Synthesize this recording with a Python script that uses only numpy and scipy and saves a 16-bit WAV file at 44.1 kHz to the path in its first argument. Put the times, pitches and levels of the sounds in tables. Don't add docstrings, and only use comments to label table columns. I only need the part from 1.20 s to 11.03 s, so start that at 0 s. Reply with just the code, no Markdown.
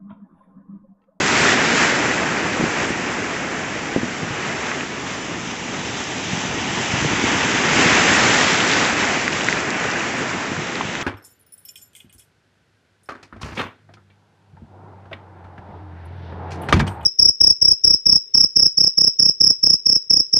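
import sys
import numpy as np
from scipy import signal
from scipy.fft import rfft, irfft, next_fast_len
from scipy.io import wavfile
from scipy.ndimage import uniform_filter1d

SR = 44100
rng = np.random.default_rng(int(sys.argv[2]) if len(sys.argv) > 2 else 0)


def amplitude_ratio(level_db):
    exponent = np.asarray(level_db, float) / 20
    return 10 ** exponent


def to_wav(s):
    ch = np.atleast_2d(s).T
    pcm = np.round(np.clip(ch, -1, 1) * 32767)
    wavfile.write(sys.argv[1], SR, pcm.astype(np.int16))


N = 433503


def evened(x):
    return x / np.sqrt(np.mean(x ** 2) + 1e-20)


def at(points, t):
    return np.interp(t, *np.transpose(points))


def read(points, hz):
    f, value = np.transpose(points)
    return np.interp(np.log(hz + 1), np.log(f + 1), value)


def add(mix, s, sound):
    part = mix[round(s * SR) - len(sound) // 2:][:len(sound)]
    part += sound[:len(part)]


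def blip(hz, cycles, glide):
    u = np.linspace(-1, 1, 2 * int(cycles * SR / hz) + 1)
    return np.exp(-8.0 * u ** 2) * np.cos(2 * np.pi * cycles * (u + glide * u ** 2) - .6)


def random_hits(count, per_count, spread_db):
    where, size, sign = rng.random((3, count))
    sizes = amplitude_ratio(spread_db * np.minimum(-np.log(size + 1e-9), 4)) * np.sign(sign - .5)
    sizes *= np.arange(count) < per_count
    return np.bincount((where * N).astype(int), sizes, N)


def bubbles(per_cycle, spread_db, cycles):
    out = np.zeros(N)
    for hz in np.geomspace(80, 8000, num=20):
        count = int(hz * N / SR)
        bursts = random_hits(count, per_cycle * count, spread_db)
        out += evened(signal.oaconvolve(bursts, blip(hz, cycles, .15), "same"))
    spectrum = rfft(out, next_fast_len(N))
    local_power = uniform_filter1d(abs(spectrum) ** 2, size=600)
    return evened(irfft(spectrum / np.sqrt(local_power + 1e-9))[:N])


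def spatter(per_s, spread_db):
    t = np.arange(200) / SR
    clump = rng.standard_normal(len(t)) * np.exp(-t / 0.0005)
    clicks = signal.oaconvolve(random_hits(20000, per_s * N / SR, spread_db), clump)[:N]
    return evened(signal.sosfilt(signal.butter(2, 1200, "high", fs=SR, output="sos"), clicks))


# (f/Hz, density/dB per Hz)
COLOUR = [(20, -30.5), (40, -21), (65, -12), (120, -4), (250, 0), (390, -2.5), (560, -6), (830, -4.5),
          (1100, -6), (1900, -2.5), (2900, -8.5), (4300, -16.5), (6200, -14), (7500, -16)]


def coloured(x):
    size = next_fast_len(N)
    all_hz = np.fft.rfftfreq(size, 1 / SR)
    colour = amplitude_ratio(read(COLOUR, all_hz))
    roar_band = (all_hz > 1300) & (all_hz < 3000)
    colour /= np.sqrt(np.sum(colour[roar_band] ** 2) / len(colour))
    return irfft(rfft(x, size) * colour, size)[:N]


# (t/s, level/dB)
SURF = [(0, -21.5), (.35, -21), (.71, -20.5), (1.23, -26), (1.67, -26.5), (2.55, -29.5), (2.96, -31.5),
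        (3.7, -34), (5.01, -32), (5.5, -28.5), (6.0, -24), (6.45, -21.5), (6.62, -17), (7.1, -18),
        (7.75, -24), (8.46, -26.5), (9.31, -29.5), (9.83, -31)]


def surf_db(t):
    return at(SURF, t)


# (peak t/s, build/s, collapse/s,
# level/dB)
GUSHES = [(.33, 0.39, .025, 4.5), (.66, .31, .05, 3.5), (1.64, 0.36, 0.033, 3), (3.26, 0.33, .1, 3),
          (3.5, 0.4, 0.23, 5.5), (3.91, 0.22, .08, 2.5), (4.3, 0.13, .05, 1.5), (4.79, .4, .2, 1.5),
          (5.2, 0.14, 0.086, 2), (5.64, 0.072, 0.23, 0.7), (6.05, 0.044, .35, 1.5), (6.79, 0.086, .25, 0.4),
          (7.66, .3, .09, 3), (7.8, .05, .25, 4), (8.1, 0.022, .06, -2.5), (5.0, .1, .05, -0.5),
          (7.2, 0.35, .2, 1), (8.68, 0.19, .6, 3)]


def gushes_db(t):
    total_db = 0
    for s, build, collapse, db in GUSHES:
        ramp = np.minimum(1 + (t - s) / build, 1 - (t - s) / collapse)
        total_db = total_db + db * np.clip(ramp, 0, 1)
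    return total_db


# (t/s, state, below 0 foam draining, above 0 swell arriving)
TIDE = [(0, -0.59), (.7, -0.82), (1, -0.57), (1.8, -0.3), (2.6, -0.012), (3.1, 0.089), (3.7, .2),
        (4.2, 1.2), (4.6, 0.99), (5.2, 1.4), (5.7, 1.2), (6.3, 0.77), (6.7, 0.3), (7.5, -0.56), (8, -0.13),
        (8.6, -.2), (9.2, -0.34), (9.83, 0.32)]


def tide_state(t):
    return at(TIDE, t)


# (f/Hz, level/dB)
ARRIVING = [(60, 3), (250, .5), (480, -1.5), (900, 1), (1550, -1), (2100, 0.2), (3000, 2), (4300, -2),
            (6000, 1.4), (7800, -0.5)]


def arriving_db(hz, t):
    return np.outer(read(ARRIVING, hz), tide_state(t))


# (t/s, level/dB)
SPRAY = [(0, 0), (.3, -0.5), (.85, -3.5), (1.4, -4), (2.5, -4), (2.8, -1.5), (3.3, -3), (3.9, 1.5),
         (4.5, 2.5), (5.04, 5.5), (5.4, 3), (6.2, 0.5), (7.0, 1), (7.56, 2), (7.84, -2.5), (8.3, 2),
         (8.5, -5), (9.83, 1)]


def spray_db(t):
    return at(SPRAY, t)


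BREAK_S = 6


def fizz_db(t):
    ebb = np.clip((t - BREAK_S) / .3 + 1, 0, 1)
    return 0.1 + 0.6 * spray_db(t) - 0.17 * tide_state(t) - 0.9 * ebb


def rumble_db(t):
    lead_s, ebb_db_per_s = .05, 0.56
    level_db = -26.5 + 0.66 * (surf_db(t + lead_s) + 25) + 0.27 * gushes_db(t) - 0.05 * tide_state(t)
    return level_db - ebb_db_per_s * np.maximum(t - BREAK_S, 0)


LAYER_HZ = [330, 800, 1500, 2600, 3700, 5600]


def layers_db(hz, t, roar_db):
    wash_db = -.2 * (roar_db + 22.5)
    layers = np.array([rumble_db(t) - roar_db + 3.5, wash_db, 0 * t, 0 * t, spray_db(t), fizz_db(t)])
    shares = np.array([read(list(zip(LAYER_HZ, row)), hz) for row in np.eye(len(LAYER_HZ))])
    return shares.T @ layers


# (f/Hz, level/dB)
BACKWASH = [(2600, 0), (3700, 2), (4800, -2), (6500, -0.5)]


def backwash_db(hz, t):
    start_s, rise_s = 9.4, .25
    return np.outer(read(BACKWASH, hz), np.clip((t - start_s) / rise_s, 0, 1))


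def patches_db(frames, patchy_db=0.43, slosh_db=0.5, flicker_db=0.19):
    def smooth(x, over_time, over_pitch):
        return evened(uniform_filter1d(uniform_filter1d(x, size=over_time, axis=0), size=over_pitch, axis=1))

    small, wide, flicker = rng.standard_normal((3, frames, 100))
    patches = patchy_db * smooth(small, 16, 5) + slosh_db * smooth(wide, 18, 56)
    return (patches + flicker_db * smooth(flicker, 4, 60)).T


def whitewater(foam=0.24, spatter_db=-9):
    x = np.sqrt(foam) * bubbles(.25, 2.7, 2.05) + np.sqrt(1 - foam) * rng.standard_normal(N)
    x = evened(x + amplitude_ratio(spatter_db) * spatter(600, 4.2))
    hz, t, z = signal.stft(coloured(x), SR, nperseg=512, noverlap=384)
    roar_db = surf_db(t) + gushes_db(t)
    field_db = roar_db + layers_db(hz, t, roar_db) + arriving_db(hz, t) + backwash_db(hz, t)
    field_db[:100] += patches_db(len(t))
    return signal.istft(z * amplitude_ratio(field_db), SR, nperseg=512, noverlap=384)[1][:N]


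def knocks(table, shape, echo_s, echo_db):
    out = np.zeros(N)
    for s, db, hz, cycles in table:
        sound = amplitude_ratio(db) * shape(hz, cycles)
        add(out, s, sound)
        add(out, s + echo_s, amplitude_ratio(echo_db) * sound)
    return out


def pops(table):
    return knocks(table, lambda hz, cycles: blip(hz, cycles, .03), .002, -13)


# (t/s, peak level/dB, f/Hz)
TICKS = [(.0838, -12, 4514), (1.3339, -17, 4514), (1.6026, -18, 4514), (4.8046, -17, 7000),
         (7.3325, -8.5, 5621), (7.5154, -9, 4045), (7.5353, -7, 4045), (7.5706, -11, 6273),
         (7.6492, -12, 4045), (7.8523, -12.5, 5621), (8.0806, -14, 4700), (8.1258, -14, 5037),
         (8.1349, -14, 7000), (8.1699, -17.5, 7000), (8.2457, -11.5, 6273), (8.267, -16, 7000),
         (8.2985, -15, 5621), (8.3087, -17.5, 5621), (8.4046, -18.5, 7000), (8.505, -9.5, 7000),
         (8.5051, -12, 4900), (8.5994, -20.5, 7000), (8.703, -16, 6273), (8.7147, -15, 5037),
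         (8.7956, -20.5, 7000), (9.5555, -17, 4514), (9.7529, -20.5, 7000), (9.7532, -20, 3500),
         (9.8141, -20, 5037)]


def ticks():
    cycles = 3.4
    return pops([(s, db, hz, cycles) for s, db, hz in TICKS])


def thud(hz, cycles):
    u = np.arange(int(3 * cycles * SR / hz)) * hz / SR
    swing = np.sin(2 * np.pi * (0.813 * u + 0.3 * (1 - np.exp(-u / .5))))
    sound = 2.15 * (1 - np.exp(-(u / 0.29) ** 2)) * np.exp(-1.8 * u / cycles) * swing
    bell = np.hanning(len(u))
    sound = sound - sound.sum() * bell / bell.sum()
    padding = np.zeros(len(u) - int(.9 * SR / hz))
    return np.r_[padding, sound]


# (t/s, peak level/dB, f/Hz, length/cycles)
THUMPS = [(1.3979, -16.5, 230, 4), (1.4114, -9.5, 410, 1.8), (1.4282, -15, 210, 1.5),
          (1.4407, -4, 235, .75), (1.7056, -11.5, 235, 1.3), (9.6528, -21.5, 178, 2.1),
          (2.7635, 3, 284, 0.59), (2.7712, -11, 320, 1.3), (2.7812, -16, 260, 2.6), (2.8336, -8, 235, .8),
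          (2.8418, -17, 197, 1.2), (3.031, -21.5, 199, 4.2), (3.0393, -22, 131, 1.2),
          (3.1076, -21, 139, 1.9), (4.2745, -18, 235, 1.2), (5.1339, -12, 175, 1.1),
          (5.4766, -18, 240, 1.6), (5.8546, -16, 170, 3.4), (5.7399, -10, 132, .94),
          (5.8268, -11.5, 154, 1.3), (5.8484, -7.5, 340, 1.1), (5.9352, -5, 186, .61),
          (6.0395, -16.5, 314, 3.3), (6.5943, -9.5, 314, 2), (6.6015, -14, 357, 2.8),
          (6.6602, -15, 186, 2.2), (8.6546, -17.5, 403, 1.9), (9.3187, -12.5, 233, 1),
          (9.379, -22, 170, 2.1), (9.3913, -19.5, 170, 2)]


def thumps():
    return knocks(THUMPS, thud, 0.0092, -18.5)


# (t/s, peak level/dB, f/Hz, length/cycles)
DROPS = [(2.6579, -16, 2338, 1.5), (3.4682, -13.5, 2911, 1.5), (3.5166, -10, 1877, 2.2),
         (3.6089, -16, 2609, 5.3), (4.313, -16, 2338, 1.5), (4.4824, -16, 2095, 2.5),
         (5.7056, -14, 2338, 7.4), (6.5963, -9, 3625, 1.5), (6.7751, -6.5, 972, 1.7),
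         (7.4043, -7, 2911, 4.6), (7.6542, -6, 2911, 1.8), (7.8069, -8.5, 3625, 1.4),
         (8.0797, -1.5, 1877, 2.5), (8.1306, -13.5, 2720, 6), (8.2099, -12, 2400, 3.8),
         (8.2868, 1, 1877, 3), (8.287, -11.5, 3400, 2.5), (8.291, -11, 1800, 2.5),
         (8.3274, -4.5, 2050, 3.1), (8.8074, -14.5, 2609, 5.7), (9.3663, -16, 1351, 2.5),
         (9.556, -12, 2300, 2), (9.6104, -8.5, 990, 2.8), (9.6144, -15.5, 2900, 4.3),
         (9.7535, -10, 1900, 2.3)]


def drops():
    return pops(DROPS)


def scene():
    return np.tile(whitewater() + ticks() + thumps() + drops(), (2, 1))


HISS_EDGES_HZ = [4170, 4620, 5180, 5700, 6280, 6850, 7580, 8290]
# (t/s, first band number, last band number)
HISS_PATCHES = [(.0695, 6, 6), (.2088, 5, 6), (.5106, 6, 6), (.7893, 2, 3), (1.2769, 1, 2), (1.2769, 5, 6),
                (1.6716, 0, 1), (1.6716, 6, 6), (1.6949, 5, 6), (1.9271, 5, 6), (2.6469, 4, 5),
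                (3.3667, 1, 3), (3.9472, 6, 6), (3.9704, 4, 5), (4.0168, 3, 4), (4.0168, 6, 6),
                (4.667, 4, 5), (6.6175, 2, 3), (6.6175, 6, 6), (6.7568, 4, 5), (6.8032, 2, 3),
                (6.9193, 1, 2), (6.9658, 5, 6), (7.1283, 1, 3), (7.2212, 6, 6), (8.9859, 5, 6)]


def hiss_patches(sound):
    hiss_db = -5.5
    hz = np.fft.rfftfreq(2048, 1 / SR)
    fade = signal.windows.kaiser_bessel_derived(2048, 4 * np.pi)
    hiss = np.zeros((2, N))
    for s, first, last in HISS_PATCHES:
        lo, hi = HISS_EDGES_HZ[first], HISS_EDGES_HZ[last + 1]
        band, top_band = (hz > lo) & (hz < hi), (hz > 7900) & (hz < hi)
        there = irfft(rfft(sound[0, round(s * SR) - 1024:][:2048]) * band)
        mid, side = irfft(rfft(rng.standard_normal((2, 2048))) * [top_band, band])
        gain = amplitude_ratio(hiss_db) * np.std(there) * fade / np.std(side)
        add(hiss[0], s, gain * (mid + side))
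        add(hiss[1], s, gain * (mid - side))
    return hiss


def top_cut(x):
    return signal.sosfilt(signal.butter(12, 8830, fs=SR, output="sos"), x)


def record(dry):
    size, top_hz = next_fast_len(N), 8260
    all_hz = np.fft.rfftfreq(size, 1 / SR)
    edge = amplitude_ratio(-28 * np.clip((all_hz - 7500) / 750, 0, 2) ** 1.4) * (all_hz < top_hz)
    overloaded = 1.628 * np.tanh(dry / 1.583)
    out = irfft(rfft(overloaded, size) * edge, size)[:, :N]
    ends = signal.windows.tukey(N, 60 / N)
    return top_cut(ends * out + hiss_patches(out))


dry = scene()
out = record(dry)
to_wav(out)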